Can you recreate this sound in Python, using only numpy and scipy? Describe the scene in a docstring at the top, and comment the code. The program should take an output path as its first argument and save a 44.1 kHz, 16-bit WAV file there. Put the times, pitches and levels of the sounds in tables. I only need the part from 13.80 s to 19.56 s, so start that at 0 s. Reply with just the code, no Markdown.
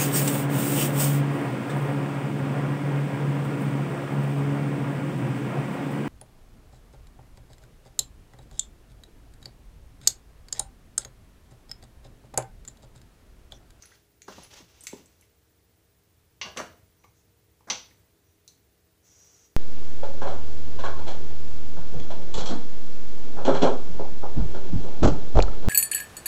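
"""A hand grease gun is carried to a machine in a small garage, pushed onto a fitting and pumped.
Clothes brush, shoes thud, and the gun gives light taps and ticks of loose steel as it is handled.
Lever and coupler clack and set the gun ringing, the machine's frame is knocked, and the sliding
plunger hisses thinly. All this echoes in a cluttered room, over a faint hum and a pulsing whine."""
import sys
import numpy as np
from scipy import signal
from scipy.fft import rfft, irfft
from scipy.io import wavfile

SR = 44100
rng = np.random.default_rng(int(sys.argv[2]) if len(sys.argv) > 2 else 0)


def wav_record(signal):
    """Record a signal, one row per channel, as 16-bit PCM in the file named by sys.argv[1]."""
    frames = np.transpose(np.atleast_2d(signal))
    bounded = np.clip(frames, -1, 1)
    # unit amplitude maps onto the largest positive 16-bit level
    quanta = np.round(bounded * 32767).astype(np.int16)
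    wavfile.write(sys.argv[1], SR, quanta)


N = 254232
T = np.arange(N) / SR
TOP_HZ = 15400  # upper edge of the sound

# Clacks of lever and coupler (t60 is the time a sound takes to fade by 60 dB):
# t/s, level/dB, rattle t60/s, ring/dB, rebound delay/s, rebound/dB, name of the tone colour
GUN_CLACKS = [(2.6137, -32.5, 0.09, -14.5, 0.076, -26, "light"),
              (2.772, -33.5, 0.045, -15.5, 0.0079, -12, "snap"),
              (3.9002, -26, 0.071, -20.5, 0.0023, -4, "hard")]
# Tone colour of two surfaces rubbing: f/Hz, level/dB
RUB_COLOUR = [(500, 3.5), (1500, 1), (3000, 4), (4500, 1.5), (6200, 4.5), (7500, -4), (9000, -10.5),
              (15000, -16)]


def undb(db):
    """Turn decibels into a factor to multiply by."""
    return 10 ** (np.asarray(db) / 20)


def unit(x):
    """Scale a sound to an average strength (rms) of 1."""
    return x / np.sqrt(np.mean(x ** 2))


def over_pitch(points, hz):
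    """Read between (f/Hz, value) points, with all octaves equally wide."""
    f, value = np.transpose(points)
    return np.interp(np.log(hz + 1), np.log(f), value)


def colour(x, points, size=4096):
    """Filter a sound to the tone colour given by (f/Hz, level/dB) points."""
    gains = undb(over_pitch(points, np.fft.rfftfreq(size, 1 / SR)))
    cepstrum = irfft(np.log(gains))
    cepstrum[1:size // 2] *= 2  # folded forward, so the filter never sounds before a hit
    cepstrum[size // 2 + 1:] = 0
    response = irfft(np.exp(rfft(cepstrum)))
    return signal.fftconvolve(x, response)[:len(x)]


def band(x, lo_hz, hi_hz, order=2):
    """Keep the pitches between two edges."""
    hi_hz = min(max(hi_hz, lo_hz + 10), SR / 2 - 10)
    return signal.sosfilt(signal.butter(order, [lo_hz, hi_hz], "band", fs=SR, output="sos"), x)


def noise(size=N):
    """White noise: an even hiss."""
    return rng.standard_normal(size)


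def walk(rate):
    """Random drift of about 1 either way, with `rate` new values a second."""
    knots = noise(size=1024)
    return np.interp(T * rate, np.arange(len(knots)), knots)


def fade(t60):
    """Half a second of dying away, by 60 dB every t60 seconds."""
    return np.exp(-np.log(1000) * T[:SR // 2] / t60)


def weigh(x, t60):
    """Give a blow the energy of a fade that starts at strength 1."""
    return x * np.sqrt(np.sum(fade(t60) ** 2) / np.sum(x ** 2))


def add(track, s, x):
    """Mix a sound into a track at s seconds."""
    i = max(int(s * SR), 0)
    track[i:i + len(x)] += x[:N - i]


def slide(start_s, length_s, attack_s, t60):
    """A sliding movement gathers speed, holds it and dies away."""
    rise = np.clip((T - start_s) / attack_s, 0, 1)
    since_end = np.maximum(T - start_s - length_s, 0)
    return rise * np.exp(-np.log(1000) * since_end / t60)


def chatter(t60, passes=3):
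    """A dying run of tiny contacts that stirs all pitches about evenly."""
    envelope = fade(t60)
    x = noise(size=SR // 2) * envelope
    for _ in range(passes):
        spectrum = rfft(x)
        evened = irfft(spectrum / (np.abs(spectrum) + 1e-12), len(x))
        x = np.clip(weigh(evened, t60), -2 * envelope, 2 * envelope)
    return x


def ring(hz, t60):
    """One fading tone of a struck object."""
    return np.sqrt(2) * np.sin(2 * np.pi * hz * T[:SR // 2]) * fade(t60) * rng.choice([-1, 1])


def modes(table):
    """A struck object rings with all its natural tones at once."""
    return sum(undb(db) * ring(hz, t60) for hz, db, t60 in table) / np.sqrt(len(table))


def blow(rise_s, t60, low_hz, high_hz, scuff_db, boom_db):
    """One muffled blow: a dull body, the scuff of the surfaces that meet, and a low boom."""
    # Low tones that a blow stirs: f/Hz, level/dB, t60/s
    boom_tones = [(97.7, -6.5, 0.57), (201, 0, 0.18), (242.5, 0.5, 0.23), (329, 2.5, 0.26),
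                  (498.7, 9, 0.109)]
    push = chatter(t60) * (1 - np.exp(-T[:SR // 2] / rise_s))  # softer contact builds up more slowly
    body = weigh(band(push, low_hz, high_hz, order=3), t60)
    scuff = weigh(colour(push, RUB_COLOUR), t60)
    boom = weigh(band(push, 166.0, 289), t60) + undb(-2) * modes(boom_tones)
    return body + undb(scuff_db) * scuff + undb(boom_db) * boom


def background(waver_db=2, drift_hz=1.397, whine_hz=15000, pulses_per_s=14.93):
    """Room air, rumble, a wavering hum, and a faint high whine that switches on and off."""
    # Tone colour of the room's air: f/Hz, level/dB
    air_colour = [(12, -41.5), (20, -23.5), (32, -15), (50, -13.5), (76, -4), (180, -18), (238, -16),
                  (324, -12), (362, -16.5), (465, -16.5), (505, -19), (1130, -25), (1980, -25), (2680, -27),
                  (15500, -30.5)]
    # Rise and fall of the low rumble: t/s, level/dB
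    rumble_levels = [(0.0, -70.5), (0.37, -72), (0.61, -64.5), (1.67, -74.5), (2.85, -63.5), (3.08, -67),
                     (5.76, -76.5)]
    # Tones of the hum: f/Hz, level/dB
    hum_tones = [(68, -81), (90, -81.5), (176, -80.5), (324, -87.5), (410, -79.5), (467, -82.5), (645, -88)]
    air = undb(-67.5) * unit(colour(noise(), air_colour))
    rumble_db = np.interp(T, *np.transpose(rumble_levels))
    rumble = undb(rumble_db) * unit(band(noise(), 60, 118))
    hum = np.zeros(N)
    for hz, db in hum_tones:
        gain = undb(db + waver_db * walk(3.2))
        pitch = hz + drift_hz * walk(6)
        hum += gain * unit(np.sin(2 * np.pi * np.cumsum(pitch) / SR))
    whine_on = np.cos(2 * np.pi * pulses_per_s * (T - .036)) > 0
    whine = undb(-79) * unit(np.sin(2 * np.pi * whine_hz * T))
    whine += undb(-78) * unit(band(noise(), whine_hz - 200, whine_hz + 200))
    return air + rumble + hum + whine_on * whine


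def cloth(grain_db=2.5):
    """Fabric brushes in uneven little slips."""
    # Sleeves and jeans moving: start/s, length/s, level/dB
    brushes = [(-.04, 0.19, -66.5), (0.456, 0.19, -58.5), (0.698, 0.092, -55), (0.871, 0.32, -64.5),
               (1.25, 0.2, -75)]
    speed = sum(undb(db) * slide(s, length, attack_s=0.04, t60=0.28) for s, length, db in brushes)
    return speed * undb(grain_db * walk(120)) * unit(colour(noise(), RUB_COLOUR))


def ticks(spread=0.048, strike_db=-2, top_hz=14800, buzz_db=-5.5, buzz_t60=.045):
    """Loose steel parts touch: one sharp strike, a chatter, and a brief buzz of close pitches."""
    # Touches of steel: t/s, level/dB, contact t60/s, lowest pitch/Hz, buzz pitch/Hz
    touches = [(0.0232, -41.5, 0.0077, 2640, 6100), (.056, -47, .005, 2500, 10500),
               (.419, -43.5, 0.017, 2050, 6730), (.6346, -45, 0.0068, 5000, 10400),
               (1.008, -41.5, 0.0037, 7900, 8350), (1.0372, -47, 0.068, 7300, 10800),
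               (1.0692, -34, 0.038, 2030, 7500), (1.2587, -56, 0.019, 6000, 8050),
               (1.4112, -55, 0.019, 6960, 11100), (4.678, -45, 0.036, 3770, 4140)]
    # Tone colour of a tick: f/Hz, level/dB
    tick_colour = [(1000, -4), (2300, 1.5), (3150, -10.5), (4400, -3), (5400, -8), (6000, 2), (7600, -5.5),
                   (8600, -10.5), (11000, -12.5), (12300, -22), (15000, -12)]
    out = np.zeros(N)
    for s, db, t60, low_hz, buzz_hz in touches:
        contact = weigh(chatter(t60), t60) + undb(strike_db) * weigh(chatter(0.0015), t60)
        snap = band(colour(contact, tick_colour), low_hz, top_hz, order=3)
        buzz = band(chatter(buzz_t60), buzz_hz * (1 - spread), buzz_hz * (1 + spread))
        add(out, s, undb(db) * (weigh(snap, t60) + undb(buzz_db) * weigh(buzz, buzz_t60)))
    return out


def taps(rise_s=.002, t60=0.038, spread=.27):
    """Handling the gun and hose makes short hollow taps, each around its own pitch."""
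    # Light bumps: t/s, level/dB, f/Hz
    bumps = [(.035, -53, 1800), (.116, -53, 1650), (1.421, -60.5, 2400), (3.238, -56, 2100),
             (3.241, -52, 1000), (3.805, -58, 970), (3.906, -36, 1030), (4.108, -61.5, 2100)]
    out = np.zeros(N)
    for s, db, hz in bumps:
        tap = blow(rise_s, t60, hz * (1 - spread), hz * (1 + spread), scuff_db=-8, boom_db=-16)
        add(out, s, undb(db) * tap)
    return out


def steps(rise_s=0.002, boom_db=-15):
    """The heel thuds on the floor while the sole slaps and scuffs."""
    # Shoes landing: t/s, level/dB, t60/s, slap/dB, top of the slap/Hz
    footfalls = [(0.479, -43, 0.087, 1, 1740), (.579, -49, 0.078, 0, 1200), (0.804, -52.5, 0.11, -18, 1000),
                 (1.1283, -35, 0.0323, -10, 990), (1.19, -53, 0.032, -10, 800)]
    out = np.zeros(N)
    for s, db, t60, slap_db, top_hz in footfalls:
        thud = blow(rise_s, t60, low_hz=164, high_hz=455, scuff_db=-28, boom_db=boom_db)
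        slap = blow(rise_s, t60, low_hz=530, high_hz=top_hz, scuff_db=-6.5, boom_db=boom_db)
        add(out, s, undb(db) * (thud + undb(slap_db) * slap))
    return out


def lever(rebound_t60=0.037):
    """The steel of lever and coupler hits its stop, chatters and bounces once."""
    # Tone colour of each kind of clack, by name: f/Hz, level/dB
    clack_colours = { "light": [(150, -30), (450, -8.5), (750, -12.5), (1120, 0), (1350, -19), (1700, -6),
                     (2100, 2.5), (2450, -3.5), (2780, 7.5), (3150, 1.5), (4100, -4.5), (4550, -1),
                     (5400, -6), (6100, -2), (7500, -25), (9000, -32), (15000, -50)], "snap": [(40, -37),
                     (600, -24), (2100, 3.5), (3700, -1), (4500, -5.5), (5400, -8), (6080, 3), (6700, -7),
                     (7600, -5), (8600, -16), (9600, -11), (11500, -25), (15000, -23)],
                     "hard": [(150, -25.5), (700, -19), (1080, -15.5), (1400, -22), (2150, -9.5),
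                     (2700, -9.5), (3200, -7.5), (4000, -7.5), (4500, -5), (5350, -11), (6100, 1.5),
                     (6600, -12), (7300, -16), (8600, -35.5), (15000, -46)]}
    out = np.zeros(N)
    for s, db, t60, _, rebound_s, rebound_db, kind in GUN_CLACKS:
        hit = colour(chatter(t60), clack_colours[kind])
        rebound = colour(chatter(rebound_t60), clack_colours[kind])
        add(out, s, undb(db) * weigh(hit, t60))
        add(out, s + rebound_s, undb(db + rebound_db) * weigh(rebound, rebound_t60))
    return out


def gun_ring():
    """Each clack leaves the barrel and handle ringing."""
    # Natural tones of the gun's steel: f/Hz, level/dB, t60/s
    steel_tones = [(1082, 10.5, 0.24), (1120, 4, .22), (1473, 3, 0.37), (2020, -3, 0.092),
                   (2087, 17.5, 0.096), (2316, 9, 0.24), (2780, 9, 0.083), (2860, 3.5, 0.4),
                   (3040, 0.5, 0.44), (4300, -14, .25), (4510, 7.5, 0.33), (4600, -8.5, 0.36),
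                   (5100, -12, .25), (5610, 9, 0.27), (5500, 4, 0.13), (5990, 13, 0.13), (6270, 8, 0.096),
                   (6260, -10, 0.22), (7200, -5.5, 0.23)]
    out = np.zeros(N)
    for s, db, _, ring_db, *_ in GUN_CLACKS:
        add(out, s, undb(db + ring_db) * modes(steel_tones))
    return out


def knocks():
    """The machine's frame answers every knock in the same dull voice."""
    # Coupler and hand hitting the frame: t/s, level/dB, rise/s
    hits = [(2.647, -44.5, 0.02), (2.762, -43.5, 0.003), (2.775, -35.5, 0.01), (2.799, -35.5, 0.001),
            (3.872, -47.5, .004), (3.883, -46, .002), (3.913, -42.5, 0.0017)]
    out = np.zeros(N)
    for s, db, rise_s in hits:
        t60 = 0.07 + 4.6 * rise_s  # a softer push lasts longer
        knock = blow(rise_s, t60, low_hz=217, high_hz=1770, scuff_db=-8.5, boom_db=-9)
        add(out, s, undb(db) * knock)
    return out


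def plunger(waver_db=0.5):
    """The sliding plunger rubs the barrel so that it sings, with more or less scrape in each stroke."""
    # Pitches at which the barrel sings: f/Hz, width/Hz, level/dB
    barrel_tones = [(5770, 28, 5), (6300, 182, -4), (6060, 190, 3.5)]
    # Tone colour of the scrape: f/Hz, level/dB
    scrape_colour = [(600, -11), (2000, -13.5), (4600, -13.5), (5200, -6.5), (6100, -3), (6800, 0.5),
                     (7200, -8), (7800, -7.5), (8200, -19), (14000, -24)]
    # Slides of the plunger: start/s, length/s, level/dB, scrape/dB
    strokes = [(3.17, .1, -75, -11), (3.33, 0.076, -85, 12), (4.43, 0.089, -76.5, -23),
               (5.224, 0.43, -65, .5)]
    song = unit(sum(undb(db) * unit(band(noise(), hz - width / 2, hz + width / 2, order=1))
                    for hz, width, db in barrel_tones))
    scrape = unit(colour(noise(), scrape_colour))
    out = np.zeros(N)
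    for s, length, db, scrape_db in strokes:
        speed = slide(s, length, attack_s=0.04, t60=0.19)
        out += undb(db) * speed * (song + undb(scrape_db) * scrape)
    return out * undb(waver_db * walk(25))


def garage(x, build_s=0.0032, scatter_db=2.0):
    """Dense, uneven echoes bounce off nearby clutter; the bass lasts longest."""
    # How long the room echoes at each pitch: f/Hz, t60/s
    echo_times = [(100, 0.53), (400, 0.4), (1200, 0.39), (3000, 0.35), (6000, 0.4), (9000, 0.3),
                  (14000, 0.43)]
    size = SR // 2
    strength = undb(scatter_db * np.repeat(noise(size), 32)[:size])
    build_up = 1 - np.exp(-(T[:size] / build_s) ** 2)
    spectrum = rfft(noise(size) * strength * build_up)
    hz = np.fft.rfftfreq(size, 1 / SR)
    centres = np.geomspace(50, TOP_HZ, 10)
    tail = np.zeros(size)
    for centre, row in zip(centres, np.eye(len(centres))):  # each band fades at its own speed
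        share = np.interp(np.log(hz + 1), np.log(centres), row)
        tail += irfft(spectrum * share, size) * fade(over_pitch(echo_times, centre))
    return signal.fftconvolve(x, tail / np.sqrt(np.sum(tail ** 2)))[:N]


def scene():
    """Every blow and rub is heard directly and as an echo from the room."""
    clack, tick, step = lever(), ticks(), steps()
    knock = knocks() + taps()
    rub = cloth() + plunger()
    room = garage(undb(-2.5) * clack + undb(-4.0) * tick + undb(-7.0) * step
                  + undb(-5.0) * knock + undb(-6.5) * rub)
    return (clack + gun_ring() + tick + step + knock + rub + room + background())[None]


def record(dry, smooth_s=0.059, open_db=-55, knee_db=4, lift_db=4):
    """A noise suppressor opens on loud sound, so hiss swells behind each blow; the top treble is cut."""
    pole = np.exp(-1 / (smooth_s * SR))
    power = signal.lfilter([1 - pole], [1, -pole], dry ** 2)
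    level_db = 10 * np.log10(power + 1e-12)
    opening = (1 + np.tanh((level_db - open_db) / (2 * knee_db))) / 2  # 0 when quiet, 1 when loud
    treble_cut = signal.ellip(10, .2, 70, TOP_HZ, fs=SR, output="sos")
    return signal.sosfilt(treble_cut, dry * undb(lift_db * opening))


dry = scene()
out = record(dry)
wav_record(out)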